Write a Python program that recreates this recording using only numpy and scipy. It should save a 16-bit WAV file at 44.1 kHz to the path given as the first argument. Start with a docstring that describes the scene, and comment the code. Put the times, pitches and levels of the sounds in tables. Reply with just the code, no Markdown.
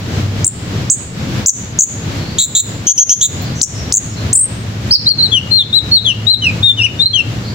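"""A street lined with trees: small birds call close overhead while traffic rumbles below.
Sharp warbled chips come first, then a buzzy chatter, a few more chips, then a run of slurred whistles.
Each call is a gliding tone; leaves scatter it as many tiny echoes, fainter birds answer, a twig ticks once.
The traffic is shaped noise; one engine is a low tone with one overtone that comes and goes.
The recorder's limiter ducks the whole sound, street included, when the calls are too loud."""
import sys
import numpy as np
from scipy import signal
from scipy.fft import rfft, irfft, next_fast_len
from scipy.io import wavfile
from scipy.ndimage import uniform_filter1d, minimum_filter1d, map_coordinates

SR = 44100
rng = np.random.default_rng(int(sys.argv[2]) if len(sys.argv) > 2 else 0)


def materialize(psi):
    """Save the field psi as 16-bit PCM at rate SR to the path in sys.argv[1].

    A 1-D psi becomes a single channel; in a 2-D psi each row is a channel.
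    """
    bounded = np.clip(np.atleast_2d(psi).T, -1, 1)
    quanta = np.round(bounded * 32767).astype(np.int16)
    wavfile.write(sys.argv[1], SR, quanta)


N = 332514
TIME = np.arange(N) / SR

# Levels in the tables are set before echoes, mixing and microphone. Positive left-right dB: left is louder.
# Spectrum of the traffic noise: (frequency [Hz], relative level per Hz [dB])
STREET_SPECTRUM = [(25, -15), (45, -21), (70, -6.5), (100, 0), (200, -7.5), (400, -17.5), (800, -24),
                   (1600, -26), (4000, -29), (7500, -36), (9000, -54.5), (13500, -45.5), (15300, -66.5)]
# How alike the street is on both sides: (frequency [Hz], correlation [-1 to 1])
STREET_LIKENESS = [(30, 0.79), (70, 1), (125, 0.96), (250, 0.94), (500, 0.76), (1000, -0.15), (2000, -0.02),
                   (8000, -0.0024)]
# Loudness of the traffic: (time [s], level [dB])
TRAFFIC_LEVEL = [(0, -19.5), (.4, -18.5), (.8, -20), (2.2, -19.5), (3.6, -19.5), (4.8, -19.5), (6.6, -19.5),
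                 (7.54, -20.3)]
# Exhaust note of one engine: (time [s], firing rate [Hz], level [dB])
ENGINE_NOTE = [(0, 98, -22.5), (.5, 100, -22), (1.5, 112, -45), (4.2, 110, -23), (4.7, 112, -21),
               (5.3, 110, -22), (5.8, 108, -18), (6.6, 106, -14.5), (7.0, 107, -20), (7.54, 112, -18)]
# Distant birds: (start [s], length [s], first pitch [Hz], last pitch [Hz], level [dB])
FAR_BIRD_CALLS = [(2.11, 0.05, 4150, 4050, -47.5), (2.183, 0.16, 4490, 4470, -32.5),
                  (3.396, 0.095, 4155, 4620, -30.5), (3.545, 0.095, 6490, 5650, -25.5),
                  (3.743, 0.079, 5220, 5790, -26), (3.797, .04, 5100, 5070, -37),
                  (4.095, 0.065, 5500, 5220, -34), (4.158, 0.043, 4440, 3850, -27),
                  (7.433, 0.088, 4400, 4720, -30)]
# Resonance of the small birds' throat and beak: (frequency [Hz], gain [dB])
THROAT_RESONANCE = [(3000, -24), (3800, -6), (5000, -8.5), (6300, 1), (7100, -0.5), (8300, -18.5),
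                    (9300, -23.5), (11000, -23.5), (15000, -25.5)]
# Warbled chips: (start [s], length [s], onset pitch [Hz], crest pitch [Hz], first dip pitch [Hz],
# last dip pitch [Hz], time to the first dip [s], warbles [per s], level [dB], fade over the note [dB],
# beak opening [factor on the throat resonance], left-right [dB])
CHIP_NOTES = [(0.444, 0.042, 5070, 9470, 7560, 6700, 0.025, 100, 13.5, -0.5, 1.094, 1),
              (0.899, 0.053, 4900, 8530, 6550, 6550, 0.016, 124, 12.5, 19, 1.13, -2.5),
              (1.460, 0.047, 4800, 8700, 6860, 6180, 0.013, 89, 21, -3, 0.99, 1.5),
              (1.7882, .054, 5590, 8800, 6520, 6260, 0.008, 75, 19, -11, 1, 2.5),
              (3.614, 0.036, 3450, 9300, 5300, 5400, .021, 62, 17.5, 2, 1.026, 4),
              (3.923, 0.061, 3700, 9460, 6470, 6160, .019, 101, 19, -2, 1, 1.5),
              (4.329, 0.13, 5430, 9360, 7380, 8700, 0.029, 52.5, 7, 7.5, 1.176, 0)]
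# Buzzy notes: (start [s], length [s], pitch [Hz], upward scoop [share of pitch], warble rate [Hz],
# warble depth [share of pitch], level [dB], fundamental at the start [dB], left-right [dB])
BUZZ_NOTES = [(2.384, 0.073, 3890, 0.081, 324, 0.069, 12, 6, 0.5),
              (2.549, .063, 3835, .08, 289.6, 0.066, 14, 4.5, 0),
              (2.868, 0.061, 3270, 0.04, 245, 0.056, 17.5, 3, 5),
              (2.977, .061, 3270, 0.11, 352, 0.036, 18.5, 2, 3),
              (3.092, 0.055, 3243, .09, 310, .058, 16.5, 3.5, 2.5),
              (3.209, .058, 3710, 0.14, 339, 0.074, 12.5, 7, .5)]
# Overtones of the whistler: (frequency of the overtone [Hz], level relative to the note [dB])
WHISTLE_OVERTONES = [(5000, -22), (6200, -19), (7500, -27.5), (9000, -37), (12500, -47)]
# Arched whistles: (start [s], length [s], first pitch [Hz], turning pitch [Hz], last pitch [Hz],
# place of the turn [0-1], level [dB], crescendo [dB], left-right [dB], left-right drift over the note [dB])
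ARCHED_WHISTLES = [(4.906, 0.056, 4030, 5460, 3930, 0.51, 9.5, 13, -1.5, -9),
                   (4.921, 0.05, 4500, 4930, 4800, 0.56, 4.5, 2, 11, 1),
                   (5.057, .039, 3910, 4110, 4970, 0.4, 2, 17, 3, 12),
                   (5.099, 0.0253, 4450, 4410, 4180, 0, 7, -2, 8, 2),
                   (5.179, .042, 4230, 4180, 3980, .3, -3, 2, -4, -2),
                   (5.221, 0.05, 4320, 4327, 3830, 0.1, -0.5, -8, 5.5, 10),
                   (5.504, 0.1, 4130, 4227, 3710, 0.6, 0.5, 14, 7.5, -8),
                   (5.584, 0.044, 3790, 3560, 3140, 0.69, 1.5, -7.5, 1, 5),
                   (5.724, 0.072, 3480, 4090, 3630, 0.63, 1.5, 17, 8.5, 5),
                   (5.91, 0.078, 4210, 4334, 3650, 0.48, 6.5, 12.5, 2.5, 14),
                   (6.264, .086, 3687, 4136, 3760, .65, 6.5, 9.5, 8, -6),
                   (6.624, 0.096, 3666, 3693, 3528, 0.43, 4, 8, 5.5, 1),
                   (6.822, .047, 2606, 2967, 2350, 0.55, 0.5, -1, 6, 2),
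                   (6.987, .042, 3656, 3586, 4075, 0.3, -5, 18, 7.5, 5),
                   (7.025, 0.024, 3970, 4030, 3880, 0.33, 1.5, -5, 0, -7),
                   (7.057, 0.023, 3960, 4245, 3860, 0.42, 11, -12, -2.5, 4)]
# Falling slurs: (start [s], length [s], first pitch [Hz], last pitch [Hz], level [dB], crescendo [dB],
# left-right [dB])
FALLING_SLURS = [(5.311, 0.076, 3435, 2820, -0.5, 15, 6.5), (6.045, 0.074, 3574, 2777, -1, 14, 6.5),
                 (6.414, 0.088, 3095, 2415, -4, 4.5, 1), (6.769, .060, 3090, 2590, -4, 12, 5.5),
                 (7.129, .080, 3362, 2666, -1.5, 6.5, 10)]
# Treble of the left and of the right microphone: (frequency [Hz], gain [dB])
LEFT_TREBLE = [(8000, 0), (10500, 7), (13500, -3), (15300, 11)]
RIGHT_TREBLE = [(8000, 0), (10500, -11), (13500, -16.5), (15300, 2.5)]

CUTOFF_HZ = 15850
UPSWEEP_S, CREST_SAG_HZ_PER_S = .0035, 7000   # how fast a chip leaps to its crest; how the crests sink
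OVERTONE_FLICKER_DB = 3.5
ARCH_BEND, SLUR_EASE = 1.6, 0.46   # roundness of an arch; share of a slur that eases in and out


def from_db(db):
    """Turn decibels into gain."""
    return 10 ** (np.asarray(db) / 20)


def rms_one(x):
    """Scale to an average strength (rms) of 1."""
    return x / np.sqrt(np.mean(x ** 2) + 1e-20)


def curves(rows, t):
    """Join the points of each table column by straight lines, read at times t."""
    s, *columns = np.transpose(rows)
    return [np.interp(t, s, c) for c in columns]


def at_hz(points, hz):
    """Read a spectrum on a log-frequency axis."""
    f, value = np.transpose(points)
    return np.interp(np.log(np.maximum(hz, 1)), np.log(f), value)


def drift(rate, size):
    """Smooth chance of spread 1 that changes about rate times a second."""
    knots = rng.standard_normal(1024 + size // 32)
    return map_coordinates(knots, [np.arange(size) * rate / SR], order=3, mode="wrap")


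def phase_of(hz):
    """Add up a moving pitch into a running phase."""
    return 2 * np.pi * np.cumsum(hz) / SR


def gate(t, attack, release):
    """Soft start and end of a note on its own time axis."""
    rise = np.clip((t - t[0]) / attack, 0, 1)
    fall = np.clip((t[-1] - t) / release, 0, 1)
    return np.sin(np.pi / 2 * rise * fall) ** 2


def swell(along, arch_db, crescendo_db):
    """Effort in dB along a note (0-1): an arch around the middle, leaning towards one end."""
    return crescendo_db * (along - .5) - arch_db * (2 * along - 1) ** 2


def add(out, start, note, pan_db):
    """Place a note in the stereo field."""
    i = int(start * SR)
    sides = np.array([note * from_db(pan_db / 2), note * from_db(-pan_db / 2)])
    out[:, i:i + len(note)] += sides[:, :N - i]


def street(lump_db=2.0, pan_db=1.0):
    """Tyres and many engines blend into a rumble, most alike on both sides in the bass."""
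    hz = np.arange(N // 2 + 1) * SR / N
    mid, side = rfft(rng.standard_normal((2, N)))
    alike = np.clip(at_hz(STREET_LIKENESS, hz), -1, 1)
    sides = np.array([[1], [-1]])
    # a shared part and an opposite part together give the wanted likeness
    stereo = np.sqrt(1 + alike) * mid + sides * np.sqrt(1 - alike) * side
    noise = irfft(stereo * from_db(at_hz(STREET_SPECTRUM, hz)) * (hz > 22), N)
    level_db = curves(TRAFFIC_LEVEL, TIME)[0] + lump_db * drift(10, N)
    return rms_one(noise) * from_db(level_db + sides * pan_db / 2)


def engine(wander=0.03, throb_db=2.0, second_db=-17):
    """The exhaust note of one vehicle: a tone at the firing rate and its octave, throbbing unevenly."""
    hz, level_db = curves(ENGINE_NOTE, TIME)
    phase = phase_of(hz * (1 + wander * drift(18, N)))
    loudness = from_db(level_db + throb_db * drift(16, N))
    return loudness * (np.sin(phase) + from_db(second_db) * np.sin(2 * phase))


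def twig(start=3.418, level_db=-38, t60=0.095):
    """A faint dry tick among the branches: a burst of bright noise that dies away."""
    t = TIME[:SR // 10]
    out = np.zeros((2, N))
    bright_noise = np.diff(rng.standard_normal(len(t) + 1))
    tick = bright_noise * from_db(level_db - 60 * t / t60)
    add(out, start, tick * gate(t, 0.0024, .01), 2)
    return out


def far_birds(waver=0.051):
    """Faint quavering slurs from trees further off, each one wavering pure tone."""
    out = np.zeros((2, N))
    for start, length, first_hz, last_hz, level_db in FAR_BIRD_CALLS:
        t = np.arange(int(length * SR)) / SR
        hz = np.linspace(first_hz, last_hz, len(t)) * (1 + waver * drift(249, len(t)))
        add(out, start, from_db(level_db) * gate(t, 0.011, 0.02) * np.sin(phase_of(hz)), 0)
    return out


def scatter(x, t60, build_up, echoes_per_s):
    """Many small echoes off leaves and trunks, different at each microphone, dying away."""
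    t = TIME[:SR]
    echoes = rng.standard_normal((2, SR)) * (rng.random((2, SR)) < echoes_per_s / SR)
    echoes = echoes * from_db(-60 * t / t60) * (1 - np.exp(-t / build_up))
    echoes = echoes / np.sqrt(np.sum(echoes ** 2, axis=1, keepdims=True) + 1e-20)
    return signal.fftconvolve(x, echoes, axes=1)[:, :N]


def left_later(x, lag_s):
    """Sound arriving at a slant reaches the left microphone a little later."""
    size = next_fast_len(N + 64)
    hz = np.arange(size // 2 + 1) * SR / size
    late = irfft(rfft(x[0], size) * np.exp(-2j * np.pi * hz * lag_s), size)
    return np.array([late[:N], x[1]])


def syrinx(hz, partials_db, beak=1):
    """Harmonics of one vibrating membrane, shaped by the throat resonance, which an open beak raises."""
    phase = phase_of(hz)
    tone = 0
    for k, db in enumerate(partials_db, 1):
        loudness = from_db(db + at_hz(THROAT_RESONANCE, k * hz / beak))
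        audible = k * hz < SR / 2   # leave out what digital sound cannot hold
        tone = tone + loudness * audible * np.sin(k * phase)
    return tone


def chips(jitter=0.022, attack=0.00086, release=0.0024, swell_db=7.0, early_warble=.2):
    """A steep upsweep breaks into a fast warble, which the throat turns into a few pulses."""
    out = np.zeros((2, N))
    rasp, uneven = .04, .16
    for (start, length, onset_hz, crest_hz, first_dip_hz, last_dip_hz, dip_s, rate,
         level_db, fade_db, beak, pan_db) in CHIP_NOTES:
        t = np.arange(int(length * SR)) / SR
        turns = (t - dip_s) * rate
        # 0 at a crest, about 1 in a dip; shallower before the first dip
        dip = np.cos(np.pi * turns) ** 2 * np.where(turns < -.5, early_warble, 1)
        dip = dip * (1 + uneven * drift(rate, len(t)))
        crests_hz = crest_hz - CREST_SAG_HZ_PER_S * t
        dips_hz = np.interp(t, [dip_s, length], [first_dip_hz, last_dip_hz])
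        warble_hz = (1 - dip) * crests_hz + dip * dips_hz
        hz = warble_hz + (onset_hz - warble_hz) * np.exp(-t / UPSWEEP_S)
        hz = hz * (1 + jitter * drift(886, len(t)))
        effort = from_db(level_db + swell(t / length, swell_db, -fade_db))
        effort = effort * (1 + rasp * drift(6700, len(t)))
        add(out, start, effort * gate(t, attack, release) * syrinx(hz, [0, -16], beak), pan_db)
    return out


def buzzes(swell_db=15.0, crest=.62, brighten_db=13.0, throb_db=3.0):
    """A fast, ragged vibrato also chops the loudness; the fundamental fades against its overtones."""
    out = np.zeros((2, N))
    jitter, rasp, unsteady, flutter_db = .014, .05, .18, 1.7
    for (start, length, pitch_hz, scoop, warble_hz, depth,
         level_db, fundamental_db, pan_db) in BUZZ_NOTES:
        t = np.arange(int(length * SR)) / SR
        from_crest = (t / length / crest - 1) ** 2   # pitch and loudness arch around this crest
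        warble = np.sin(phase_of(warble_hz * (1 + unsteady * drift(150.3, len(t)))))
        hz = pitch_hz * (1 - scoop * from_crest + depth * warble + jitter * drift(707, len(t)))
        effort_db = level_db - swell_db * from_crest - throb_db * warble
        effort = from_db(effort_db + flutter_db * drift(365, len(t)))
        fundamental = fundamental_db - brighten_db * t / length + 2 * flutter_db * drift(782, len(t))
        tone = syrinx(hz, [fundamental, 0, -10, -8], beak=1.022)
        raspy_tone = tone * (1 + rasp * drift(4700, len(t)))
        add(out, start, effort * gate(t, 0.0025, 0.0048) * raspy_tone, pan_db)
    return out


def whistle(hz, level_db, crescendo_db, swell_db=5.5, waver=0.0089, flutter_db=1.5, rasp=0.021,
            attack_share=0.13, release=0.0028):
    """A nearly pure gliding tone with faint overtones that swells; longer notes start more softly."""
    t = TIME[:len(hz)]
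    phase = phase_of(hz * (1 + waver * drift(299.2, len(t))))
    tone = np.sin(phase)
    for k in range(2, 4):
        overtone_db = at_hz(WHISTLE_OVERTONES, k * hz) + OVERTONE_FLICKER_DB * drift(95, len(t))
        tone = tone + from_db(overtone_db) * np.sin(k * phase)
    effort_db = level_db + swell(t / t[-1], swell_db, crescendo_db) + flutter_db * drift(162, len(t))
    roughness = 1 + rasp * drift(3000, len(t))
    return tone * from_db(effort_db) * roughness * gate(t, attack_share * t[-1], release)


def whistles():
    """The song: high notes that bend around a turning point, mixed with lower falling slurs."""
    out = np.zeros((2, N))
    for (start, length, first_hz, turn_hz, last_hz, turn,
         level_db, crescendo_db, pan_db, pan_drift_db) in ARCHED_WHISTLES:
        along = np.linspace(0, 1, int(length * SR))
        from_turn = np.interp(along, [0, np.clip(turn, .01, .99), 1], [1, 0, 1])
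        end_hz = np.where(along < turn, first_hz, last_hz)
        hz = turn_hz + (end_hz - turn_hz) * from_turn ** ARCH_BEND
        add(out, start, whistle(hz, level_db, crescendo_db), pan_db + pan_drift_db * (along - .5))
    for start, length, first_hz, last_hz, level_db, crescendo_db, pan_db in FALLING_SLURS:
        along = np.linspace(0, 1, int(length * SR))
        fallen = (1 - SLUR_EASE) * along + SLUR_EASE * np.sin(np.pi / 2 * along) ** 2
        hz = first_hz + (last_hz - first_hz) * fallen
        add(out, start, whistle(hz, level_db, crescendo_db), pan_db)
    return out


def scene():
    """Birds above the street: direct sound, quick echoes off near leaves, a long tail from the grove."""
    high = left_later(chips(), lag_s=.00001) + left_later(buzzes(), lag_s=.000033)
    low = left_later(whistles(), lag_s=.00007)
    far = far_birds()
    near_high = from_db(-8) * scatter(high, t60=.06, build_up=.002, echoes_per_s=2500)
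    near_low = from_db(-5.0) * scatter(low, t60=0.073, build_up=0.00047, echoes_per_s=3100)
    into_grove = from_db(-21.5) * high + from_db(-17) * low + far
    grove = scatter(into_grove, t60=0.42, build_up=0.0065, echoes_per_s=1200)
    birds = high + low + from_db(-4.5) * far + near_high + near_low + grove
    return birds + twig() + street() + engine()


def microphone(x, peak_hz=15200, sharpness=22.0, peak_db=8.5):
    """The small sound ports ring at the very top of the treble; the right one is duller below that."""
    hz = np.arange(N // 2 + 1) * SR / N
    x = irfft(rfft(x) * from_db([at_hz(LEFT_TREBLE, hz), at_hz(RIGHT_TREBLE, hz)]), N)
    ringing = signal.lfilter(*signal.iirpeak(peak_hz, sharpness, fs=SR), x)
    return x + from_db(peak_db) * ringing


def limiter(x, ceiling=1.0, recovery_s=0.11):
    """One gain for both sides drops at once under a peak, holds briefly and creeps back."""
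    peak = np.abs(x).max(axis=0)
    top = min(ceiling, 1)
    # the shifted window looks slightly ahead and holds each drop for about 14 ms
    needed = minimum_filter1d(top / np.maximum(peak, top), size=661, origin=300)
    clock = TIME / recovery_s
    # each cut fades away exponentially unless a deeper one takes over
    cut = np.exp(np.maximum.accumulate(np.log(1 - needed + 1e-12) + clock) - clock)
    return x * uniform_filter1d(1 - cut, size=56)


def record(dry):
    """Microphone colour, limiter and a steep top cut."""
    limited = limiter(microphone(dry))
    top_cut = signal.ellip(12, .1, 90, CUTOFF_HZ, fs=SR, output="sos")
    return signal.sosfilt(top_cut, limited)


dry = scene()
out = record(dry)
materialize(out)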